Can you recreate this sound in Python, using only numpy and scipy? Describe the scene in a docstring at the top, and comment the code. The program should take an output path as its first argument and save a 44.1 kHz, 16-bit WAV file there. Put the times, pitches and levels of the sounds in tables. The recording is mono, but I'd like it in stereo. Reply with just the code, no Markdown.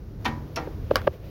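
"""A low rumble and faint hiss fill a hard lobby: shaped noise with slowly changing levels.
A lift's call button clicks in: bursts of noise echo in the lobby, and dying tones ring its steel panel.
Soon it springs back with more clicks, another panel ring and a ping of its spring, made of narrow noise.
Then fingers rub and knock on a handheld camera: noise scuffs, and soft pushes on short hollow tones.
Amid the knocks the case snaps sharply: noise cracks, ringing tones and a brief echo."""
import sys
import numpy as np
from scipy import signal
from scipy.fft import rfft, irfft
from scipy.io import wavfile

SR = 44100
rng = np.random.default_rng(int(sys.argv[2]) if len(sys.argv) > 2 else 0)


def persist_wave(psi):
    """Save psi, clipped to +-1, as 16-bit WAV."""
    counts = np.round(np.clip(psi, -1, 1) * 32767).astype(np.int16)
    wavfile.write(sys.argv[1], SR, np.atleast_2d(counts).T)


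N = 57330
HZ = np.fft.rfftfreq(N, 1 / SR)
T = np.arange(N) / SR


def amp(db):
    """Turns decibels into gain."""
    return 10 ** (np.asarray(db) / 20)


def level(curve):
    """Gain over time from a table of seconds and decibels."""
    return amp(np.interp(T, *np.transpose(curve)))


def fade(t60, t=T):
    """Steady dying away: 60 dB quieter after t60 seconds."""
    return np.exp(-np.log(1000) * t / t60)


def read(points, col=1):
    """Reads a table's column at every frequency, on a logarithmic pitch scale."""
    table = np.array(points, float)
    return np.interp(np.log(HZ + 1), np.log(table[:, 0]), table[:, col])


def add(mix, s, sound):
    """Mixes a stereo sound in at time s."""
    at = max(round(s * SR), 0)
    mix[:, at:] += sound[:, :N - at]


def pan(db):
    """Left and right gains; a positive difference is louder on the left."""
    return amp([[db / 2], [-db / 2]])


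def noise(colour, same, tilt_db=0):
    """Spectrum of stereo noise with a given colour, left-right likeness and tilt in dB per octave."""
    a, b = rfft(rng.standard_normal((2, N)))
    likeness = np.clip(read(same), -1, 1)
    pair = np.array([a, likeness * a + np.sqrt(1 - likeness * likeness) * b])
    # the tilt turns about 1500 Hz and stays level below 150 Hz
    octaves = np.log2(np.maximum(HZ, 150) / 1500)
    db = np.array([read(colour, col=1), read(colour, col=2)]) + tilt_db * octaves
    low_cut = 1 / np.sqrt(1 + (colour[0][0] / 2 / (HZ + 1)) ** 4)
    return pair * amp(db) * low_cut * np.sqrt(SR / 2)


# left-right likeness of the short noises and rubbing: pitch_hz, likeness (-1 to 1)
CLICK_LIKENESS = [(130, 0.77), (300, 0.89), (600, -0.7), (1300, -0.66), (3000, 0.074), (7000, 0.11)]


def burst(colour, decay, rise, tilt_db=0):
    """Dense ringing that rises quickly and dies at its own speed in each band."""
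    z = noise(colour, CLICK_LIKENESS, tilt_db)
    out = np.zeros((2, N))
    for (hz, t60), own in zip(decay, np.eye(len(decay))):
        # each band is full at its own pitch and fades out toward its neighbours
        band = read([(row[0], share) for row, share in zip(decay, own)])
        out += irfft(z * band, N) * fade(t60)
    return out * (1 - np.exp(-T / rise))


def mode(hz, t60, turn=0, lag=0):
    """One dying vibration; turn shifts its cycle, lag delays it in seconds."""
    t = np.maximum(T - lag, 0)
    return np.sin(2 * np.pi * (hz * t + turn)) * fade(t60, t)


# colour of the lobby air before its level curves: pitch_hz, left_db_per_hz, right_db_per_hz
AIR_COLOUR = [(20.3, -80, -65), (45, -58.5, -56.0), (86, -55.5, -55.5), (144.4, -65, -61.5),
              (215, -69, -69.5), (417, -73.5, -68.5), (756, -82, -78), (1450, -86, -89.0), (2660, -97, -99),
              (5730, -99.0, -100.0), (7000, -104.0, -111.0), (8050, -112.0, -123.0),
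              (10600, -106.0, -110.0), (12900, -107.0, -102.0), (15500, -108.0, -101.0)]
# likeness of the air at the two microphones: pitch_hz, likeness (-1 to 1)
AIR_LIKENESS = [(60, 0.96), (150, 0.92), (300, 0.48), (700, -0.66), (1400, -0.37), (3000, -0.074),
                (12000, -0.092)]
# level change of the rumble: time_s, level_db
RUMBLE_LEVEL = [(0, -2.5), (.2, 0), (.4, -0.5), (.7, -1), (.82, 2.5), (1.0, 3), (1.09, 1), (1.14, -7),
                (1.3, 0)]
# level change of the hiss: time_s, level_db
HISS_LEVEL = [(0, -3), (.18, -3), (.23, 2.5), (.5, 0), (.72, 1.5), (.9, 0), (1.1, -1.5), (1.3, -4)]
RUMBLE_TOP_HZ = 280


def air():
    """Building rumble that swells slowly, under a faint hiss: one noise split into low and high."""
    z = noise(AIR_COLOUR, AIR_LIKENESS)
    low = 1 / (1 + (HZ / RUMBLE_TOP_HZ) ** 4)
    rumble = irfft(z * low, N) * level(RUMBLE_LEVEL)
    hiss = irfft(z * (1 - low), N) * level(HISS_LEVEL)
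    return rumble + hiss


# button clicks, pushed in then springing back:
# start_s, level_db, rise_s, brightness_db_per_octave, lobby_db (added to LOBBY_DB)
CLICKS = [(0.247, -12.5, 0.0002, 3, -12), (.2530, -1.5, 0.00026, 1, -15), (0.2581, 1, 0.0011, 0.7, 0.5),
          (0.279, -18, 0.00036, 5.5, -56), (.5600, -9.5, 0.001, 5.5, -21), (.5640, -14, 0.00092, -6, -11.5),
          (.5700, -5.5, 0.00039, -3.5, -2.5)]
# colour of clicks and lobby before levels and tilt: pitch_hz, left_db_per_hz, right_db_per_hz
CLICK_COLOUR = [(162, -75.5, -80), (270, -56.5, -56.5), (447, -64, -57.5), (630, -62.5, -54.5),
                (910, -49, -48.5), (1410, -52.5, -55), (2330, -54, -56.5), (3670, -67, -61),
                (4440, -82, -62.5), (5900, -70.5, -72), (8500, -83.5, -89.0), (11100, -85.5, -79),
                (15200, -123, -83.5)]
# time for each band of a click to drop 60 dB: pitch_hz, t60_s
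CLICK_DECAY = [(250, 0.3), (1000, 0.17), (2500, 0.059), (6000, 0.066), (14000, 0.034)]
# time for each band of the lobby's echo to drop 60 dB: pitch_hz, t60_s
LOBBY_FADE = [(150, 1), (400, 0.7), (1000, 0.58), (2800, 0.25), (7000, 0.47), (14000, 0.36)]
LOBBY_DB, LOBBY_TILT_DB, LOBBY_RISE_S = -10.5, -2.5, 0.0038  # tilt is per octave


def button_clicks():
    """Each click is a short clatter of noise, with a longer, duller echo in the lobby."""
    out = np.zeros((2, N))
    for s, db, rise, bright_db, lobby_db in CLICKS:
        clatter = amp(db) * burst(CLICK_COLOUR, CLICK_DECAY, rise, bright_db)
        lobby = amp(LOBBY_DB + lobby_db) * burst(CLICK_COLOUR, LOBBY_FADE, LOBBY_RISE_S, LOBBY_TILT_DB)
        add(out, s, clatter + lobby)
    return out


# steel panel and wall cavity, before each blow's level: pitch_hz, t60_s, pushed_db, springing_back_db
PANEL_MODES = [(141.6, 1.5, -32.5, -40.5), (225.8, 0.57, -26, -45), (308, 0.59, -33, -35),
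               (492, 0.21, -32, -30.5), (680, 0.063, -31, -20.5), (774, 0.3, -31.5, -34),
               (970.6, .2, -25, -42), (982, 0.42, -30, -48), (1229, 0.097, -41, -31.5),
               (1375, 0.11, -53, -26), (1545, 0.15, -41, -49), (1847, 0.26, -31, -43),
               (1980, 0.14, -49, -37), (2216, 0.29, -39, -63), (2330, 0.069, -22.5, -39),
               (2666, 0.063, -26.5, -35.5), (3104, .09, -28, -52), (3620, 0.084, -26, -71),
               (4173, .07, -32.5, -40)]
# blows of the end stops: start_s, level_db, springing_back_share (0 to 1)
PANEL_BLOWS = [(.2560, 0, 0.08), (.5695, 2.5, 0.9)]
PANEL_SWELL_CYCLES = 2.7
PANEL_APART_TURNS = 0.16  # right ahead of left, in cycles; less below 500 Hz


def panel():
    """The end stops set the panel's tones ringing; low ones take longer to build up."""
    out = np.zeros((2, N))
    turn = np.array([[0], [PANEL_APART_TURNS]])
    for s, db, back in PANEL_BLOWS:
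        back = np.clip(back, 0, 1)
        ring = np.zeros((2, N))
        for hz, t60, pushed, sprung in PANEL_MODES:
            swell = 1 - np.exp(-T * hz / PANEL_SWELL_CYCLES)
            tone = mode(hz, t60, turn * min(hz / 500, 1))
            ring += amp(pushed + back * (sprung - pushed)) * tone * swell
        add(out, s, amp(db) * ring)
    return out


# ping of the return spring: start_s, pitch_hz, half_width_hz, level_db, t60_s, left_minus_right_db
SPRING_PING = (.5597, 5500, 368, -33.5, 0.1041, -6)


def spring():
    """The return spring pings as it lets go: a narrow band of noise that dies away."""
    out = np.zeros((2, N))
    s, hz, width, db, t60, side_db = SPRING_PING
    narrow = 1 / (1 + ((HZ - hz) / width) ** 2)
    ping = irfft(rfft(rng.standard_normal((2, N))) * narrow, N)
    add(out, s, amp(db) * pan(side_db) * ping / ping.std() * fade(t60))
    return out


# rubbing on the camera: time_s, level_db
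RUB_LEVEL = [(0, -41), (.62, 2), (.78, -9), (.86, -1), (.905, 1), (.95, 10.5), (1.0, 4.5), (1.066, 5.5),
             (1.1, -6.5), (1.14, 4.5), (1.19, -9), (1.25, 2.5), (1.3, 2.5)]
# colour of fingers on the camera before levels and tilt: pitch_hz, left_db_per_hz, right_db_per_hz
SKIN_COLOUR = [(201, -85, -77.5), (420, -75, -77.5), (554, -68, -67.5), (790, -82.5, -85.5),
               (1480, -89, -90.5), (2440, -90, -94), (4750, -100, -100), (8600, -112, -122),
               (13700, -106, -100)]


def rubbing():
    """Fingers rub faintly on the camera: soft noise that comes and goes."""
    return irfft(noise(SKIN_COLOUR, CLICK_LIKENESS), N) * level(RUB_LEVEL)


# finger knocks, also used by knocks() below:
# start_s, level_db, contact_s, pitch_factor, left_minus_right_db
KNOCKS = [(.6730, -10, 0.00074, 1, 7.5), (0.9107, 5, 0.00032, 1.015, -0.5), (.9170, -7.5, 0.00087, 0.83, 5),
          (0.9351, -13, 0.00087, 0.616, 8), (1.0703, -14.5, 0.0001, 1.0, 14),
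          (1.0723, -3.5, 0.00013, 1.222, -1.5), (1.0753, 2.5, 0.000066, 1.019, 1)]
SCUFF_DB, SCUFF_TILT_DB = 17, -3  # added to each knock's level; per octave
SCUFF_RISE_S, SCUFF_FALL_S = 0.0027, 0.0058


def scuffs():
    """Skin scuffs as the fingertip lands and lifts: noise swells before each knock and fades after."""
    shape = np.zeros(N)
    for s, db, *_ in KNOCKS:
        shape += amp(db) * np.exp(-np.maximum((s - T) / SCUFF_RISE_S, (T - s) / SCUFF_FALL_S))
    return irfft(noise(SKIN_COLOUR, CLICK_LIKENESS, SCUFF_TILT_DB), N) * amp(SCUFF_DB) * shape


# camera body before each knock's level and pitch factor: pitch_hz, t60_s, left_db, right_db
BODY_MODES = [(137, 0.054, -19, -18), (371.5, 0.029, -6.5, -21.5), (514, 0.022, -4.5, -17.5),
              (577, 0.024, -33, -2.5), (776, 0.0078, -12, -3.5), (1028, 0.009, -2.5, -28),
              (1167, 0.012, -7, -23), (1617, .013, -12.5, -24), (2160, 0.0073, -17, -30),
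              (2795, 0.0058, -16, -22), (4320, 0.0077, -28, -25)]
PORT_LAG_S = 0.00046  # the right microphone port hears the body later


def knocks():
    """A soft fingertip pushes the camera's heavily damped tones; a longer contact sounds duller."""
    out = np.zeros((2, N))
    for s, db, contact, pitch, side_db in KNOCKS:
        ring = np.zeros((2, N))
        for k, (hz, t60, left_db, right_db) in enumerate(BODY_MODES):
            left = amp(left_db) * mode(hz * pitch, t60)
            right = -amp(right_db) * mode(hz * pitch, t60, lag=PORT_LAG_S)
            ring += (-1) ** k * np.array([left, right])
        push = np.exp(-T[:SR // 100] / contact)
        push /= push.sum()
        add(out, s, amp(db) * pan(side_db) * signal.oaconvolve(ring, push[None], axes=1))
    return out


# the snap and its rattling rebounds:
# start_s, crack_level_db, crack_t60_s, brightness_db_per_octave, case_ring_db
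SNAPS = [(0.9573, -2.5, 0.0098, -1, 2), (0.9659, -17.5, 0.016, -2.5, -27), (0.9687, -17.5, 0.019, -8, -38),
         (0.9775, -19, 0.023, -12, -33), (1.0174, -30.5, 0.022, -6.5, -40)]
# colour of the crack before level and tilt: pitch_hz, left_db_per_hz, right_db_per_hz
SNAP_COLOUR = [(510, -81, -76), (1310, -29.5, -56), (2290, -46, -45), (3340, -40.5, -69),
               (5040, -65, -36.5), (6300, -73, -47), (8400, -95, -81), (9950, -47, -59),
               (13700, -67.5, -53)]
# ring of the case before case_ring_db, opposite at the two microphones: pitch_hz, t60_s, left_db, right_db
CASE_MODES = [(255, 0.079, -46, -26.5), (507, 0.043, -6.5, -3.5), (636, 0.047, -16.5, -11),
              (800, 0.034, -15, -20.5), (1030, 0.038, -26, -32.5), (1145, 0.057, -15.5, -36),
              (1258, 0.094, -19, -20.5), (1622, 0.055, -14, -23), (1730, 0.031, -24, -27.5),
              (2976, 0.04, -22, -43), (4550, 0.014, -17.5, -12), (4704, 0.011, -13, -26),
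              (5520, 0.049, -27.5, -24)]
# colour of the echo: pitch_hz, left_db_per_hz, right_db_per_hz
ECHO_COLOUR = [(246, -68, -75), (506, -50.5, -49), (900, -54, -59), (1480, -56, -54.5), (2350, -60.5, -71),
               (3250, -62.5, -68), (5270, -89, -64), (8200, -74.5, -104), (10000, -84, -84),
               (14500, -100, -92)]
# time for each band of the echo to drop 60 dB: pitch_hz, t60_s
ECHO_DECAY = [(300, 0.42), (1400, 0.2), (4000, 0.11), (12000, 0.1)]


def snap():
    """A sharp noise crack sets the case ringing and rattling, and echoes briefly."""
    out = np.zeros((2, N))
    ring = np.zeros((2, N))
    for k, (hz, t60, left_db, right_db) in enumerate(CASE_MODES):
        sides = np.array([[amp(left_db)], [-amp(right_db)]])
        ring += (-1) ** k * sides * mode(hz, t60)
    for s, db, t60, bright_db, ring_db in SNAPS:
        crack = irfft(noise(SNAP_COLOUR, CLICK_LIKENESS, bright_db), N) * fade(t60)
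        add(out, s, amp(db) * crack + amp(ring_db) * ring)
    add(out, SNAPS[0][0], burst(ECHO_COLOUR, ECHO_DECAY, rise=0.004))
    return out


def scene():
    """All sources together at the two microphones."""
    return air() + button_clicks() + panel() + spring() + rubbing() + scuffs() + knocks() + snap()


NOTCH_HZ, NOTCH_WIDTH_HZ, NOTCH_DB = 7980, 620, -5.5
EDGE_HZ = 16100


def record(dry):
    """The microphone ports weaken a narrow treble band, peaks clip at full scale, and the top is cut off."""
    ports = amp(NOTCH_DB * np.exp(-((HZ - NOTCH_HZ) / NOTCH_WIDTH_HZ) ** 2))
    clipped = np.clip(irfft(rfft(dry) * ports, N), -1, 1)
    low_pass = signal.firwin(255, EDGE_HZ, window=("kaiser", 8), fs=SR)
    return signal.oaconvolve(clipped, low_pass[None], "same")


dry = scene()
out = record(dry)
persist_wave(out)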